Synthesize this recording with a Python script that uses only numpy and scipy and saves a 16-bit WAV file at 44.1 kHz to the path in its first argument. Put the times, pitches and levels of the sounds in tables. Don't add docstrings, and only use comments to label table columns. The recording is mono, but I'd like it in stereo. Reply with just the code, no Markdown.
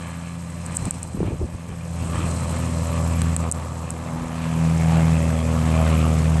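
import sys
import numpy as np
from scipy import signal
from scipy.fft import rfft, irfft, next_fast_len
from scipy.io import wavfile
from scipy.ndimage import uniform_filter1d, minimum_filter1d

SR = 44100
rng = np.random.default_rng(int(sys.argv[2]) if len(sys.argv) > 2 else 0)


def invert_db(x):
    u = np.asarray(x, float) / 20
    return 10 ** u


def int16_out(signal):
    q = np.round(np.clip(np.atleast_2d(signal).T, -1, 1) * 32767)
    wavfile.write(sys.argv[1], SR, q.astype(np.int16))


N = 282224
TIME_S = np.arange(N) / SR

# time in seconds, rate in Hz.
FIRING_RATE = [(0.0, 84.63), (1.0, 84.77), (2.8, 82.58), (4.2, 81.66), (4.9, 81.2), (5.9, 79.65),
               (6.4, 79.04)]
# multiple of the firing rate, relative level in dB far off,
# relative level in dB drawing level.
HIGHER_ORDERS = [(4, -7.5, -4.5), (5, -11, -7.5), (6, -4, -5), (7, -3, -4.5), (8, -10, -5.5), (9, -10, -8),
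                 (10, -13, -11), (11, -17, -15), (12, -17, -16), (13, -20, -18), (14, -20, -16),
                 (15, -22, -17)]
# quarters of the firing rate, dB relative to the higher orders.
QUARTER_ORDERS = [(5, -15), (7, -12), (9, -18), (10, -9.5), (11, -4), (13, -11), (17, -37)]
IDLE_CYCLE_HZ = 10.03
# multiple of the cycle, relative level in dB.
IDLE_ORDERS = [(4, -28), (7, -34), (12, 1), (13, -35), (14, -4.5), (15, -5.5), (16, -7), (20, -12),
               (27, -47), (30, -32), (31, -24), (33, -47), (52, -14)]
# frequency in Hz, relative density in dB per Hz.
RUMBLE_SPECTRUM = [(25, -14), (50, -7.5), (90, 1), (150, 6.5), (280, -7.5), (400, -7.5), (600, -51)]
# frequency in Hz, relative density in dB per Hz.
ROAR_SPECTRUM = [(200, -8.5), (300, -1), (400, -16.5), (560, -0.5), (800, -5.5), (1200, -3), (1500, -18.5),
                 (1900, -30)]
# frequency in Hz, relative density in dB per Hz.
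RASP_SPECTRUM = [(1100, 5), (1500, 4), (2000, 6.5), (2600, 4.5), (3200, -2.5), (4200, -5.5), (5500, -30)]
# frequency in Hz, relative density in dB per Hz.
HISS_SPECTRUM = [(3000, -1.5), (4200, -5.5), (5500, 1), (6800, 1.5), (8100, 3), (9300, -6), (10500, -5.5),
                 (11600, -6.5), (12300, -22), (14500, -40)]
# frequency in Hz, relative density in dB per Hz.
PUFF_SPECTRUM = [(15, -44), (25, -1.5), (140, 4), (226, -10.5), (271, -8), (515, -20), (785, -60),
                 (2000, -59), (2600, -79), (4400, -120)]
# first touch in seconds, relative cavity drive in dB,
# relative case knock in dB.
TICKS = [(0.6627, -23.5, -50), (0.757, -31, -54), (0.7655, -24, -51), (0.768, -12, -41),
         (0.7693, -7.5, -38), (0.854, -22.5, -39), (0.9084, -5.5, -34), (0.941, -31.5, -45),
         (1.03, -18.5, -58), (3.2174, -27, -30.5), (3.218, -18, -38), (3.3641, -6.5, -28.5),
         (3.514, -5, -50), (3.522, -6, -36), (3.545, -39, -44), (3.9049, -18, -48)]
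# frequency in Hz, relative level in dB, 60 dB decay time in seconds.
PORT_MODES = [(8130, 5, 0.0017), (13300, -22, 0.0009)]
# frequency in Hz, shared fraction of the power.
LIKENESS = [(60, 1), (500, .98), (1000, .74), (2000, .64), (4000, .6), (8000, .55), (12000, .6)]
# frequency in Hz, left minus right in dB.
BALANCE_DB = [(60, -3.5), (140, -1), (350, -2), (850, -3.5), (2040, 3), (4940, 2.5), (11900, -2.5)]
# frequency in Hz, angle in radians (left ahead, save in crest()).
LEAD = [(60, -.06), (200, -.16), (950, -.3), (1800, 1.9), (2150, .8), (2500, -.8), (3200, -1.8), (3700, 0),
        (5000, 1.6), (6500, 2.1), (7200, .4), (8700, -2.1)]
# time in seconds, centre in Hz.
CREST_CENTRE = [(0.0, 998), (1.0, 988), (1.3, 818), (1.7, 990), (2.2, 1061), (3.56, 1048), (4.55, 950),
                (4.75, 842), (5.25, 812.3), (5.5, 1055), (6.0, 1200), (6.4, 1135)]
# frequency in Hz, relative level in dB, 60 dB decay time in seconds.
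CASE_MODES = [(6000, 4, 0.0022), (4170, 13.5, 0.0019), (2830, 13.5, 0.0022), (1700, 7.5, 0.0059),
              (1200, 7, 0.02)]
# start in seconds, relative level in dB, frequency in Hz.
POPS = [(0.838, -22, 172), (0.868, -11, 191), (0.879, -9.5, 176), (1.146, -11, 183), (1.172, -16, 260),
        (1.204, -5, 392), (1.212, -10, 171), (1.2295, -15, 950), (1.23, -8, 330), (1.245, -17, 260),
        (1.25, -10.5, 150), (1.266, -19, 139), (1.275, -16, 700), (1.28, -12, 303), (1.18, -22, 400),
        (1.306, -13.5, 277), (1.319, -11.5, 477), (1.408, -25, 189), (1.413, -18, 513), (1.415, -10, 343),
        (1.429, -20, 149), (1.442, -14, 260), (1.454, -19, 200), (1.547, -17.5, 220), (1.698, -17.5, 170),
        (1.719, -26, 188), (2.204, -14, 268), (2.518, -25, 301)]
# time in seconds, reference level in dB.
SWELL = [(0.0, -55.5), (0.36, -57), (0.66, -54), (0.87, -50), (1.0, -53.5), (1.55, -58), (1.76, -57.5),
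         (2.03, -50), (2.3, -45.5), (3.14, -47), (3.55, -50.5), (4.33, -52.5), (4.83, -48), (5.67, -46),
         (5.9, -45), (6.4, -47.5)]
# time in seconds, blade level in dB, exhaust level in dB.
PULSES = [(0.0, -39.5, -35.5), (.32, -40.5, -34.5), (.55, -38, -34.5), (.82, -36.5, -31.5),
          (1.12, -40, -46), (1.44, -40.5, -38), (1.7, -43.5, -37), (1.95, -32, -35.5), (2.24, -27.5, -33.5),
          (2.4, -28, -35), (2.56, -26, -34), (2.72, -25.5, -31), (3.04, -25, -29.5), (3.2, -23, -27.5),
          (3.36, -24.5, -27.5), (3.68, -32.5, -42.5), (3.84, -33.5, -35.5), (4.0, -34.5, -41.5),
          (4.16, -43, -31), (4.32, -40, -33.5), (4.64, -38.5, -17.5), (4.8, -29, -20.5), (4.96, -31, -15.5),
          (5.12, -26.5, -18), (5.28, -25, -24.5), (5.44, -24.5, -28.5), (5.6, -25, -23), (5.76, -21, -22.5),
          (6.0, -23, -20.5), (6.4, -22, -20.5)]
# dB relative to the blade pulse, dB relative to the exhaust pulse.
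LOWEST_ORDERS = [(-0.5, -16), (-20, -1), (-14.5, -15.5)]
# middle in seconds, length in seconds, change in dB.
THIRD_SWAYS = [(.55, 0.31, -6.5), (1.847, 0.18, -11), (2.657, 0.15, 3.5), (4.243, 0.56, 9.5),
               (4.901, 0.39, -5.5), (5.53, 0.45, 5.5), (6.35, 0.32, -3.5)]
# middle in seconds, length in seconds, roar rise in dB, rasp rise in dB.
FLARES = [(0.023, 0.33, 4, 5), (0.28, 0.11, 1, 3), (0.71, 0.13, 4, 3), (1.27, 0.12, 5, 3),
          (1.707, 0.061, 2, 4.5), (2.17, 0.12, 1, 5), (2.569, 0.098, 1.5, 2.5), (2.962, 0.16, 2, 1.3),
          (3.527, 0.36, 4.5, 1.5), (4.17, 0.51, 5.5, 1.5), (4.414, 0.25, 1, 4), (4.637, 0.17, 4.5, 0.3),
          (4.976, 0.22, 3.5, 3), (5.81, 0.36, 2.5, 3), (6.039, 0.17, 0, 0)]
# middle in seconds, length in seconds, level in dB.
PUFFS = [(0.5, 0.044, -38), (0.576, 0.038, -44), (0.693, 0.043, -32), (0.853, 0.054, -22),
         (0.944, 0.027, -30), (1.05, 0.054, -37), (1.16, 0.082, -28), (1.237, 0.068, -16),
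         (1.336, 0.028, -19.5), (1.41, 0.034, -28), (1.428, 0.034, -14), (1.547, 0.017, -23),
         (1.712, 0.045, -24.5), (1.85, 0.18, -34), (2.02, 0.032, -28), (2.189, 0.17, -21.5),
         (2.52, 0.04, -29), (3.203, 0.11, -25.5), (3.882, 0.1, -41), (4.13, 0.056, -30),
         (4.242, 0.051, -24), (4.418, 0.32, -34)]
# frequency in Hz, relative level in dB, 60 dB decay time in seconds.
STUB_MODES = [(2430, -5.5, 0.016), (1710, -2, 0.032), (1203, -7, 0.046), (3080, -7.5, 0.029)]
# time in seconds, phase in radians.
SKEW = [(0, -2.8), (2.6, -2.5), (3.3, -1.5), (5.3, -1.45), (6.4, -1.0)]
# time in seconds, centre in Hz, rise in dB.
GROWL = [(0, 580, -5.5), (1.5, 563.7, 2.5), (2.2, 559.4, 2), (3.0, 579, 2.5), (3.5, 580, -7),
         (4.2, 564, -5), (4.5, 933, -1), (4.7, 643, -2), (4.93, 822, 10), (5.08, 637, -2), (5.25, 522.3, 9),
         (5.5, 572.5, 7), (5.65, 598, -1.5), (5.8, 665, 9), (5.95, 623, -0.5), (6.1, 502, 3),
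         (6.27, 555, 0), (6.4, 547, -7)]
# middle in seconds, length in seconds,
# frequency in Hz, drive relative to the rasp in dB.
CRACK_RUNS = [(0.063, .1, 2190, 7), (.29, .07, 2300, 5), (0.722, 0.14, 1160, 8), (2.18, .12, 1140, 17),
              (2.601, 0.16, 1110, 6), (2.95, 0.19, 1170, 9), (3.25, .15, 1170, 8), (3.462, 0.05, 960, 13),
              (4.93, 0.056, 1370, 11), (4.597, .12, 2350, -4), (4.82, 0.057, 2240, 10),
              (4.95, 0.15, 2450, -5), (5.05, 0.078, 2150, 9), (5.152, 0.06, 2600, 11),
              (5.229, .07, 2160, 10), (5.256, .09, 2620, 8.5), (5.39, 0.088, 3250, 9),
              (5.39, 0.076, 2180, 7), (5.457, 0.054, 2467, 10), (5.76, 0.079, 2395, 6),
              (5.818, .07, 3120, -2), (5.87, 0.082, 1200, 0), (5.926, 0.057, 2900, 8),
              (5.973, 0.06, 2550, 9), (6.049, 0.051, 2770, 12), (6.038, 0.17, 1220, 10),
              (6.102, 0.045, 2450, -6)]
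# middle in seconds, length in seconds,
# relative drive in dB.
RUBS = [(0.656, 0.011, -45), (0.757, 0.018, -36), (0.766, .005, -31), (0.855, .01, -41), (3.192, .004, -38),
        (3.521, 0.0058, -40)]

MEAN_PULSE_DB, MEAN_SWELL_DB = -30, -52
HIGHER_DB, HIGHER_FOLLOWS, BRIGHTENS_DB_PER_S = -49.5, 0.75, 0.71
# base level in dB at the start, share of the swell, share of the exhaust, trend in dB per second.
ROAR_LAW, RASP_LAW, HISS_LAW = (-44.5, 0.94, 0.0457, 0.1234), (-43.5, 0.63, 0.2652, -0.02), (-42.5, 0.57, 0.2249, 0.22)
IDLE_LAW, WHINE_LAW = (-41.5, 0.99, 0.05, 0.15), (-44, 1.32, 0.04, -1.63)
CALM_DB = -48
BEAT_AT_START, BEAT_PER_S, BEAT_SHARP = 0.4, .13, 0.35
UPPER_CREST, UPPER_CREST_DB = 2.3, -12
WHISTLE_DB, WHISTLE_DB_PER_S = -7.5, -1.5
BAND_HIGH_HZ, BAND_LOW_HZ, SLIDE_FROM_S, SLIDE_S = 8190, 7800, 2.5, 0.6
DRAWS_LEVEL_FROM_S, DRAWS_LEVEL_S = 3.8, 1.2
POP_CYCLES, POP_RISE_S, POP_CUT_HZ = 1.0, 0.0011, 67
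FLICKER_DB, FLICKER_FOLLOWS = -54, .8
CRACK_DB, CRACK_DB_PER_S, CRACK_FLARES = 2.5, -1, 2
CRACK_SPREAD_DB, RUN_SPREAD_DB, RUN_T60_S = 2.8, 1.5, .016
STEADY_TOP_HZ, TICK_TOP_HZ = 12900, 14800
GROWL_OCTAVES, GROWL_NOISE_DB, GROWL_WIDTH_HZ = 0.36, -10, 270
CREST_APART = 0.13
RUB_PER_S = 2500
FIRING_JITTER_RAD, ORDER_FLICKER_DB = .05, 1.8
PORT_BUILD_HZ = 1900


def column(rows, k):
    return np.array(rows)[:, k]


def rms_one(x):
    return x / np.sqrt(np.mean(x ** 2) + 1e-20)


def in_time(rows):
    s, *columns = np.transpose(rows)
    return [np.interp(TIME_S, s, c) for c in columns]


def at_hz(points, hz):
    return np.interp(np.log(hz), np.log(column(points, 0) + 1), column(points, 1))


def bells(rows, heights):
    t = np.arange(0, N + 64, 64) / SR
    shape = sum(h * 2. ** -(2 * (t - s) / long_s) ** 2 for (s, long_s, *_), h in zip(rows, heights))
    return np.interp(TIME_S, t, shape)


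def drift(rate):
    r = np.exp(-80 * np.pi * rate / SR)
    slow = signal.lfilter([1], [1, -2 * r, r * r], rng.standard_normal(N // 40 + 2002))[2000:]
    return np.interp(np.arange(N) / 40, np.arange(len(slow)), rms_one(slow))


def sides(hz):
    return invert_db([[0], [-at_hz(BALANCE_DB, hz)]])


def bandpass(low_hz, high_hz, x):
    return signal.sosfilt(signal.butter(2, [low_hz, high_hz], "band", fs=SR, output="sos"), x)


def noise(spectrum, patchy_db, patch_rate):
    out, together = 0, drift(patch_rate)
    low_hz, top_hz = spectrum[0][0], min(spectrum[-1][0], 16000)
    edges = low_hz * 2 ** np.arange(0, np.log2(top_hz / low_hz), 1 / 3)
    shared, own = rng.standard_normal((2, 2, N))
    turned = irfft(1j * rfft(shared, next_fast_len(N)))[:, :N]
    for k, (low, high) in enumerate(zip(edges, edges[1:])):
        mid, ahead, side = bandpass(low, high, [shared[k % 2], turned[k % 2], own[k % 2]])
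        hz = np.sqrt(low * high)
        alike, lead = at_hz(LIKENESS, hz), at_hz(LEAD, hz)
        common = np.array([np.cos(lead) * mid + np.sin(lead) * ahead, mid])
        apart = np.array([side, np.roll(side, N // 2)])
        gain = invert_db(at_hz(spectrum, hz) + patchy_db * (together + drift(patch_rate)))
        out = out + gain * sides(hz) * (np.sqrt(alike) * common + np.sqrt(1 - alike) * apart)
    return out / np.std(out[0])


def tone(phase, hz, level_db, waver_db, waver_rad):
    apart = 0.012 * np.sqrt(hz / 100) * drift(4.4) * [[1], [-1]] + at_hz(LEAD, hz) * np.array([[1], [0]])
    waver = waver_db * (0.55 * drift(31.0) + 1.35 * drift(1.45)) - waver_db ** 2 / 9.5
    gain = np.sqrt(2) * invert_db(level_db + waver)
    return gain * sides(hz) * np.cos(phase + waver_rad * drift(4.6) + apart)


def peak(x, hz, width_hz):
    r = np.exp(-np.pi * width_hz / SR)
    b = np.array([1, 0, -1]) * (1 - r * r) / 2
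    return signal.lfilter(b, [1, -2 * r * np.cos(2 * np.pi * hz / SR), r * r], x)


def ring(clicks, modes):
    out = 0
    for hz, level_db, t60 in modes:
        r, w = invert_db(-60 / (t60 * SR)), 2 * np.pi * hz / SR
        mode = signal.lfilter([0, np.sin(w)], [1, -2 * r * np.cos(w), r * r], clicks + 1e-18)
        out = out + invert_db(level_db) * mode
    return out


def layer_db(law):
    start_db, swell_share, exhaust_share, db_per_s = law
    (swell_db,), exhaust_db = in_time(SWELL), in_time(PULSES)[-1]
    follows_db = swell_share * (swell_db - MEAN_SWELL_DB) + exhaust_share * (exhaust_db - MEAN_PULSE_DB)
    return start_db + follows_db + db_per_s * TIME_S


def treble_flicker():
    level_db = layer_db(IDLE_LAW)
    top = bandpass(10900, 11800, rng.standard_normal((2, N)))
    phase = 2 * np.pi * np.cumsum(11.9 + .4 * drift(1.5)) / SR
    pulses = np.maximum(np.cos(phase), 0) * invert_db(3 * drift(4))
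    return invert_db(FLICKER_DB + FLICKER_FOLLOWS * (level_db - level_db.mean())) * pulses * rms_one(top)


def idling_engine():
    level_db = layer_db(IDLE_LAW)
    out = invert_db(level_db + 0.5) * noise(RUMBLE_SPECTRUM, patchy_db=1.0, patch_rate=2.7)
    for k, order_db in IDLE_ORDERS:
        hz = round(k) * IDLE_CYCLE_HZ
        out = out + tone(2 * np.pi * hz * TIME_S + k * k, hz, level_db + order_db, 0.91, 0.43)
    return out


def whine():
    white = rng.standard_normal((2, 2, N))
    whistle = bandpass(3990, 4230, white[0])
    left = peak(peak(white[1, 0], 7730, 1060), 4670, 1900)
    slid = np.clip((TIME_S - SLIDE_FROM_S) / SLIDE_S, 0, 1)
    high, low = (peak(peak(white[1, 1], hz, 1300), hz, 1350) for hz in (BAND_HIGH_HZ, BAND_LOW_HZ))
    right = (1 - slid) * high + slid * low
    band = np.array([invert_db(-0.33) * rms_one(left), invert_db(2.43) * rms_one(right)])
    whistle_db = WHISTLE_DB + WHISTLE_DB_PER_S * TIME_S + 1.2 * drift(5.7)
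    return invert_db(layer_db(WHINE_LAW)) * (invert_db(2.76 * drift(77.0)) * band + invert_db(whistle_db) * rms_one(whistle))


def wind():
    level_db = 10 * np.log10(invert_db(2 * CALM_DB) + bells(PUFFS, invert_db(2 * column(PUFFS, 2))))
    right = noise(PUFF_SPECTRUM, patchy_db=4.0, patch_rate=6.3)[0]
    right = rms_one(right / (uniform_filter1d(right ** 2, size=1300) + .1) ** .4)
    pops, t = np.zeros(N), np.arange(1500) / SR
    for s, peak_db, hz in POPS:
        at = round(s * SR)
        envelope = np.exp(-t * hz / POP_CYCLES) * -np.expm1(-t / POP_RISE_S)
        pops[at:at + len(t)] += invert_db(peak_db + 5.5) * np.sin(2 * np.pi * hz * t) * envelope
    pops = signal.sosfilt(signal.butter(2, POP_CUT_HZ, "high", fs=SR, output="sos"), pops)
    return np.array([np.zeros(N), invert_db(level_db) * right + pops])


def ticks():
    at = (column(TICKS, 0) * SR).astype(int) + 24
    touch, knock = np.zeros(N), np.zeros(N)
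    touch[at], knock[at] = invert_db(column(TICKS, 1) + 12), invert_db(column(TICKS, 2))
    catches = (rng.random(N) < RUB_PER_S / SR) * rng.standard_normal(N)
    touch += catches * bells(RUBS, invert_db(column(RUBS, 2) + 12))
    cavity = sum(peak(ring(touch, [mode]), mode[0], PORT_BUILD_HZ) for mode in PORT_MODES)
    return cavity * invert_db([[-27], [0.5]]) + ring(knock, CASE_MODES) * invert_db([[-6], [1.5]])


def crest(hz, width_hz):
    slow = signal.sosfilt(signal.butter(2, width_hz / 2, fs=SR, output="sos"), rng.standard_normal((3, 2, N)))
    slow = np.sqrt(1 - CREST_APART) * slow[0][:, None] + np.sqrt(CREST_APART) * slow[1:].swapaxes(0, 1)
    turn = 2 * np.pi * np.cumsum(hz) / SR - at_hz(LEAD, hz.mean()) * np.array([[1], [0]])
    return sides(hz.mean()) * rms_one(slow[0] * np.cos(turn) + slow[1] * np.sin(turn))


def cracks(turn, rasp_db, stub_db):
    fires = np.flatnonzero(np.diff(np.floor(turn / (2 * np.pi) + .06)))
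    voices = [(mode, invert_db(stub_db[fires]), CRACK_SPREAD_DB) for mode in STUB_MODES]
    for row in CRACK_RUNS:
        size = invert_db(rasp_db[fires]) * bells([row], [1])[fires]
        voices.append(((row[2], row[3], RUN_T60_S), size, RUN_SPREAD_DB))
    out = 0
    for mode, size, spread_db in voices:
        hz = mode[0]
        clicks = np.zeros((2, N + 40))
        size = size * invert_db(spread_db * rng.standard_normal(len(fires)))
        lead_samples = round(at_hz(LEAD, hz) / (2 * np.pi * hz) * SR)
        clicks[0, fires - lead_samples], clicks[1, fires] = size, size
        out = out - sides(hz) * ring(clicks[:, :N], [mode])
    return out


def low_orders(turn, mean_hz, skew, blade_db, exhaust_db):
    out = 0
    for k, (b_db, e_db) in enumerate(LOWEST_ORDERS, 1):
        level_db = 20 * np.log10(invert_db(blade_db + b_db) + invert_db(exhaust_db + e_db))
        if k == 3:
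            level_db = level_db + bells(THIRD_SWAYS, column(THIRD_SWAYS, 2))
        out = out + tone(k * turn + skew, k * mean_hz, level_db, .6, .08 * k)
    return out


def upper_orders(turn, hz, skew, higher_db):
    out, mean_hz = 0, hz.mean()
    growl_hz, growl_db = in_time(GROWL)
    near = np.clip((TIME_S - DRAWS_LEVEL_FROM_S) / DRAWS_LEVEL_S, 0, 1)
    for k, far_db, near_db in HIGHER_ORDERS:
        favoured_db = growl_db * 2. ** -(2 * np.log2(k * hz / growl_hz) / GROWL_OCTAVES) ** 2
        order_db = far_db + near * (near_db - far_db) + ORDER_FLICKER_DB * drift(9)
        out = out + tone(k * turn + skew, k * mean_hz, higher_db + favoured_db + order_db, 1.2, .045 * k)
    for k, level_db in QUARTER_ORDERS:
        out = out + tone(k * turn / 4 + k * k, k * mean_hz / 4, higher_db + level_db, 0.3, 0.8)
    return out


def pulsing_noise(turn, roar_db, rasp_db, hiss_db):
    (roar_hz,), (growl_hz, growl_db) = in_time(CREST_CENTRE), in_time(GROWL)
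    depth = BEAT_AT_START + BEAT_PER_S * TIME_S
    beat = depth * (np.cos(turn - .3) + BEAT_SHARP * np.cos(2 * turn - .6))
    out = invert_db(roar_db - .7 + 3.0 * beat) * noise(ROAR_SPECTRUM, patchy_db=.9, patch_rate=6)
    out = out + invert_db(roar_db + GROWL_NOISE_DB + growl_db + 0.91 * beat) * crest(growl_hz, GROWL_WIDTH_HZ)
    out = out + invert_db(roar_db - 5.5 + 1.7 * beat) * crest(roar_hz, 315)
    out = out + invert_db(rasp_db - .4 + 1.6 * beat) * noise(RASP_SPECTRUM, patchy_db=1.5, patch_rate=12)
    out = out + invert_db(rasp_db + UPPER_CREST_DB + 3.9 * beat) * crest(UPPER_CREST * roar_hz, 1200)
    return out + invert_db(hiss_db - 4 + 0.51 * beat) * noise(HISS_SPECTRUM, patchy_db=1.57, patch_rate=126.0)


def aeroplane():
    (hz,), (skew,) = in_time(FIRING_RATE), in_time(SKEW)
    turn = 2 * np.pi * np.cumsum(hz * (1 + 0.001004 * drift(3.57))) / SR
    blade_db, exhaust_db = in_time(PULSES)
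    roar_flare_db, rasp_flare_db = (bells(FLARES, column(FLARES, k)) for k in (2, 3))
    out = low_orders(turn, hz.mean(), skew, blade_db, exhaust_db)
    turn = turn + FIRING_JITTER_RAD * drift(12)
    pulse_db = (blade_db + exhaust_db) / 2 - MEAN_PULSE_DB
    higher_db = HIGHER_DB + HIGHER_FOLLOWS * pulse_db + BRIGHTENS_DB_PER_S * TIME_S + 0.81 * roar_flare_db
    out = out + upper_orders(turn, hz, skew, higher_db)
    roar_db, rasp_db, hiss_db = map(layer_db, [ROAR_LAW, RASP_LAW, HISS_LAW])
    stub_db = rasp_db + CRACK_DB + CRACK_DB_PER_S * TIME_S + CRACK_FLARES * rasp_flare_db
    out = out + cracks(turn, rasp_db, stub_db)
    return out + pulsing_noise(turn, roar_db + roar_flare_db, rasp_db + rasp_flare_db, hiss_db)


def scene():
    steady = treble_flicker() + idling_engine() + whine() + aeroplane()
    steady = signal.sosfilt(signal.cheby2(18, 70, STEADY_TOP_HZ, fs=SR, output="sos"), steady)
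    tapped = signal.sosfilt(signal.butter(8, TICK_TOP_HZ, fs=SR, output="sos"), ticks())
    return steady + wind() + tapped


def limiter(x, ceiling_db, ahead_s, release_db_per_s):
    ahead, ramp = int(ahead_s * SR), release_db_per_s * TIME_S
    over_db = np.maximum(20 * np.log10(np.abs(x).max(axis=0) + 1e-9) - ceiling_db, 0)
    held_db = np.maximum.accumulate(over_db + ramp) - ramp
    early_db = -minimum_filter1d(-held_db, size=2 * ahead + 1)
    return x * invert_db(-uniform_filter1d(early_db, size=ahead))


def low_pass(x):
    return signal.sosfilt(signal.butter(12, 17000, fs=SR, output="sos"), x)


def record(dry):
    x = signal.sosfiltfilt(signal.butter(2, 36, "high", fs=SR, output="sos"), dry)
    x = limiter(x, ceiling_db=-0.5, ahead_s=0.014, release_db_per_s=450)
    return low_pass(x)


dry = scene()
out = record(dry)
int16_out(out)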